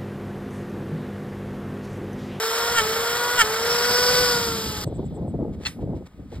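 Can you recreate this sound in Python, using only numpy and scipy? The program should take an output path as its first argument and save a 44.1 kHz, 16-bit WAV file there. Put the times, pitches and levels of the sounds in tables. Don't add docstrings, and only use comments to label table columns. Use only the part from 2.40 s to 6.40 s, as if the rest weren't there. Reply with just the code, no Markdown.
import sys
import numpy as np
from scipy import signal
from scipy.fft import rfft, irfft, next_fast_len
from scipy.io import wavfile
from scipy.ndimage import map_coordinates

SR = 44100
rng = np.random.default_rng(int(sys.argv[2]) if len(sys.argv) > 2 else 0)


def store_pcm(level_fs):
    pcm = np.round(np.clip(level_fs, -1, 1) * 32767).astype(np.int16)
    wavfile.write(sys.argv[1], SR, np.atleast_2d(pcm).T)


N = 176400

# time in seconds, blade rate in Hz.
BLADE_RATE = [(0, 443.5), (.16, 462.4), (.36, 475), (.42, 431), (.58, 460.2), (.8, 479), (.985, 487.3),
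              (1.03, 427.8), (1.27, 469.3), (1.6, 490), (1.8, 495), (2, 471.9), (2.44, 417)]
# time in seconds, then blade tone, overtones, rush, hiss in dB.
PLANER_LEVELS = [(0, -31, -33, -29.5, -30.5), (.3, -34.5, -25.5, -30.5, -28.5),
                 (.46, -27.5, -33.5, -29.5, -29.5), (.93, -36, -24.5, -29, -28.5),
                 (1.08, -30, -34, -30, -32), (1.48, -28, -27, -27, -27), (1.78, -24.5, -27.5, -27, -23.5),
                 (2, -32, -28, -33, -28), (2.25, -38, -39, -39, -33), (2.44, -50, -40.5, -39.5, -35.5)]
# multiple of the blade rate, relative level in dB, roughness 0 to 1.
OVERTONES = [(1.5, -16, 0.8), (2, -6, 0.4), (2.33, -13.5, .8), (2.55, -17.5, 0.2), (2.82, -15.5, .4),
             (3, -3.5, 0.4), (3.5, -20.5, 0.4), (4, -15, 0.05), (5, -20.5, 0.2), (6.94, -16, 0.2)]
# time in seconds, frequency in Hz, level in dB.
FAN_WHISTLE = [(0, 5360, -37), (1.1, 5420, -42), (1.3, 5483, -28), (1.78, 5568, -28), (2, 5205, -37),
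               (2.44, 4650, -44)]
# frequency in Hz, relative density in dB.
RUSH_SPECTRUM = [(100, -78), (400, 3), (780, 0), (1100, 2), (1450, 4), (2500, -4), (3100, -7.5),
                 (3700, -12), (6000, -16.5)]
FAN_SPECTRUM = [(1500, -21.5), (3000, 0), (3900, 1), (5400, 1), (8000, -5.5), (11000, -8), (13800, -7),
                (15800, -33.5)]
PORT_SPECTRUM = [(2000, -45), (4100, -6), (4650, 15.5), (6300, -6.5), (15000, -51.5)]
# time in seconds, level in dB.
RUMBLE_LEVELS = [(0, -59.5), (.35, -39.5), (.7, -46), (1.9, -35), (2.65, -31.5), (3.1, -29.5),
                 (3.35, -42.5), (3.4, -30.5), (3.57, -29.5), (3.72, -54.5), (3.8, -35.5), (3.88, -48),
                 (3.99, -35)]
# centre in seconds, half length in seconds, level in dB.
WIND_GUSTS = [(2.264, 0.33, -38.5), (2.479, 0.0089, -28), (2.515, 0.023, -31), (2.597, 0.021, -28.5),
              (2.642, .01, -32), (2.743, 0.022, -38), (2.787, 0.02, -30.5), (2.849, 0.034, -28.5),
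              (2.946, .009, -24.5), (3.013, 0.022, -26), (3.071, 0.042, -31), (3.209, 0.0085, -35.5),
              (3.398, 0.013, -34), (3.437, 0.017, -30.5), (3.526, 0.041, -31.5), (3.621, 0.01, -37.5),
              (3.931, .009, -33.5)]
# centre in seconds, level in dB, frequency in Hz.
WIND_THUMPS = [(2.472, -17, 130), (2.892, -24, 100), (3.969, -26, 83.5)]
# frequency in Hz, relative density in dB.
RUMBLE_SPECTRUM = [(22, -36.5), (50, 1), (180, 0.5), (290, -5), (420, -25.5), (2000, -79)]
FLUTTER_SPECTRUM = [(120, -19), (280, 2.5), (450, 0.5), (850, -13.5), (1200, -32), (4000, -92.5)]
YARD_SPECTRUM = [(60, 10), (1200, 0), (2700, -6.5), (3600, -8), (5500, -13), (15000, -20)]
FAR_HISS_SPECTRUM = [(2600, -1), (3500, 7.5), (8000, -12)]
# start in seconds, length in seconds, level in dB.
HOOF_CONTACTS = [(0.352, .022, -30), (0.38, 0.009, -20.3), (0.393, 0.012, -26), (0.994, .026, -14.7)]
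# frequency in Hz, relative level in dB.
HOOF_MODES = [(1380, 3), (1580, 1), (1780, -2), (2230, -4.5), (2760, -4), (3100, 2)]
# centre in seconds, level in dB, centre frequency in Hz.
BIRD_PEEPS = [(2.475, -54, 8050), (2.56, -55.5, 7800), (2.66, -58.5, 7650), (2.76, -57.5, 8000),
              (2.895, -60, 8150)]
# centre in seconds, half length in seconds, level in dB.
ROPE_RUBS = [(3.141, 0.014, -52.5), (3.249, 0.037, -44), (3.42, 0.02, -56.5), (3.57, 0.022, -57.5),
             (3.669, 0.0082, -48), (3.952, 0.039, -49)]
# start in seconds, relative level in dB.
STEEL_IMPACTS = [(3.251, -26.5), (3.258, -19.5), (3.265, -18)]
# frequency in Hz, relative level in dB, time to fall 60 dB in seconds.
STEEL_MODES = [(1940, -9, 0.07), (2670, 4.5, 0.047), (3384, 4.5, 0.031), (4260, 9.5, 0.026),
               (6350, -9.5, 0.14), (7000, -13, .07), (8240, -16, 0.16), (11150, -27, 0.29),
               (12790, -33, 0.29)]
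# frequency in Hz, relative density in dB.
CHIP_SPECTRUM = [(300, -21.5), (1300, -5), (3200, -10.5), (4900, -1), (7500, 0), (15800, -16)]
RUB_SPECTRUM = [(300, 14), (900, 8.5), (4200, 3), (7000, -3), (15800, -17)]
CRACK_SPECTRUM = [(300, -19), (2000, -0.5), (4400, -5.5), (6000, -7), (15000, -38.5)]
# frequency in Hz, lead of the left in radians.
LEFT_LEAD = [(0, 0), (300, -.4), (1400, -.25), (2000, .5), (2600, 2.1), (3700, .9), (4900, 1.4),
             (6000, 3.1), (16000, 17.6)]
# frequency in Hz, left over right in dB.
LEFT_BALANCE = [(120, 0), (300, 1.1), (1400, 1.4), (2500, 0)]


def amp(db):
    return 10 ** (np.asarray(db) / 20)


def unit(x):
    return x / np.sqrt(np.mean(x ** 2) + 1e-20)


def clock():
    return np.arange(N) / SR


def along(points, hz):
    freqs, values = np.transpose(points)
    return np.interp(np.log(hz + 1), np.log(freqs + 1), values)


def curves(rows):
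    times, *columns = np.transpose(rows)
    return [np.interp(clock(), times, column) for column in columns]


def wobble(rate):
    knots = rng.standard_normal(8192)
    return map_coordinates(knots, [clock() * rate], mode="wrap")


def filtered(x, response):
    size = next_fast_len(N + SR // 2)
    return irfft(rfft(x, size) * response(np.fft.rfftfreq(size, 1 / SR)), size)[..., :N]


def coloured(x, spectrum):
    return unit(filtered(x, lambda hz: amp(along(spectrum, hz))))


def noise(spectrum):
    return coloured(rng.standard_normal(N), spectrum)


def swell(centre, half_length):
    return np.exp(-((clock() - centre) / half_length) ** 2)


def tone(cycles, rough, rate):
    flutter = (wobble(rate) + 1j * wobble(rate)) / np.sqrt(2)
    envelope = np.sqrt(1 - rough ** 2) + rough * flutter
    return np.sqrt(2) * np.real(envelope * np.exp(2j * np.pi * (cycles + rng.random())))


def mode(t, hz, db, t60):
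    return amp(db - 60 * t / t60) * np.sin(2 * np.pi * (hz * t + rng.random()))


def planer(passes):
    blade_db, overtones_db, rush_db, hiss_db = curves(PLANER_LEVELS)
    drum_gain = amp(blade_db + 0.78 * wobble(22))
    blade_tone = tone(passes, rough=.2, rate=78)
    hum = amp(-21) * tone(passes / 2, rough=0.31, rate=29)
    overtones = sum(amp(db) * tone(order * passes, rough, rate=60) for order, db, rough in OVERTONES)
    chop_db = 1.7 * np.cos(2 * np.pi * passes) + 1.3 * np.cos(np.pi * passes) + .9 * wobble(130)
    air = amp(rush_db) * noise(RUSH_SPECTRUM) + amp(hiss_db) * noise(FAN_SPECTRUM)
    air += amp(-25) * swell(1.706, 0.33) * noise(PORT_SPECTRUM)
    whistle_hz, whistle_db = curves(FAN_WHISTLE)
    whistle = amp(whistle_db) * tone(np.cumsum(whistle_hz) / SR, rough=0.62, rate=80)
    drum = drum_gain * (blade_tone + hum) + amp(overtones_db) * overtones
    return drum + unit(amp(chop_db)) * air + whistle


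def wind():
    rumble_db, = curves(RUMBLE_LEVELS)
    common = noise(RUMBLE_SPECTRUM)
    side = amp(-15.5) * np.array([[1], [-1]]) * noise(RUMBLE_SPECTRUM)
    rumble = amp(rumble_db) * unit(amp(2.5 * wobble(36)) * (common + side))
    gust_power = sum((amp(db) * swell(s, width)) ** 2 for s, width, db in WIND_GUSTS)
    flutter_gain = np.sqrt(amp(rumble_db - 12) ** 2 + gust_power)
    crackle = amp(4 * wobble(300)) * rng.standard_normal(N)
    thumps = sum(amp(db) * swell(s, 0.92 / hz) * np.cos(2 * np.pi * hz * (clock() - s))
                 for s, db, hz in WIND_THUMPS)
    return rumble + flutter_gain * coloured(crackle, FLUTTER_SPECTRUM) + thumps


def yard():
    far_hiss = amp(-62) * swell(2.58, 0.28) * noise(FAR_HISS_SPECTRUM)
    floor = amp(-59.5) * noise(YARD_SPECTRUM)
    whine = amp(-72.5) * tone(1249 * clock(), rough=.4, rate=62)
    return floor + far_hiss + whine


def bites(passes, attack_s=0.01, release_s=0.0081):
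    t = clock()
    uneven_passes = np.maximum.accumulate(passes + .022 * wobble(450))
    blade = uneven_passes.astype(int)
    force = amp(2 * rng.standard_normal(4096))[blade]
    impulses = np.diff(blade, prepend=0) * force
    ring = sum(mode(t, hz, db, t60=.02) for hz, db in HOOF_MODES)
    strikes = unit(signal.fftconvolve(impulses, ring)[:N])
    tearing = force * np.exp(-(uneven_passes % 1))
    chips = coloured(tearing * rng.standard_normal(N), CHIP_SPECTRUM)
    contact = np.zeros(N)
    for start, length, db in HOOF_CONTACTS:
        rise = np.minimum(t - start, 0) / attack_s
        fall = np.maximum(t - start - length, 0) / release_s
        contact += amp(db) * np.exp(rise - fall)
    return contact * (strikes + amp(-5.5) * chips)


def bird(fall_hz_per_s=9200, half_length_s=0.017):
    t, peeps = clock(), np.zeros(N)
    for centre, db, hz in BIRD_PEEPS:
        cycles = hz * t - fall_hz_per_s * (t - centre) ** 2 / 2
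        peeps += amp(db) * swell(centre, half_length_s) * tone(cycles, rough=0.82, rate=1600)
    return peeps


def rope():
    rubs = sum(amp(db) * swell(s, width) for s, width, db in ROPE_RUBS)
    grain = amp(1.7 * wobble(430))
    return rubs * unit(grain * noise(RUB_SPECTRUM))


def clank():
    out = np.zeros(N)
    for start, db in STEEL_IMPACTS:
        t = np.maximum(clock() - start, 0)
        ring = sum(mode(t, hz, level + rng.normal(0, 3.8), t60) for hz, level, t60 in STEEL_MODES)
        crack = (amp(-60 * t / 0.051) + amp(-8.5 - 60 * t / 0.2)) * noise(CRACK_SPECTRUM)
        attack = 1 - np.exp(-t / 0.001)
        out += amp(db) * attack * (amp(-6.0) * ring + amp(-9.5) * crack)
    return out


def scattering(x, t60, wet_db):
    t = np.arange(SR // 8) / SR
    tail = rng.standard_normal((2, len(t))) * amp(-60 * t / t60)
    tail /= np.linalg.norm(tail[0])
    return x + amp(wet_db) * signal.fftconvolve(x[None], tail, axes=1)[:, :N]


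def scene(cut_s=2.445, fade_s=.004):
    blade_hz, = curves(BLADE_RATE)
    passes = np.cumsum(blade_hz) / SR
    running = np.clip((cut_s - clock()) / fade_s + .5, 0, 1)
    airborne = running * (planer(passes) + bites(passes)) + clank() + rope() + bird() + yard()
    return scattering(airborne, t60=.04, wet_db=-16) + wind()


def record(dry):
    sides, top_hz = np.array([[.5], [-.5]]), 15850

    def response(hz):
        phase = sides * np.interp(hz, *np.transpose(LEFT_LEAD))
        gain = amp(sides * along(LEFT_BALANCE, hz))
        return gain * np.exp(1j * phase) * (hz < top_hz)
    return filtered(dry, response)


dry = scene()
out = record(dry)
store_pcm(out)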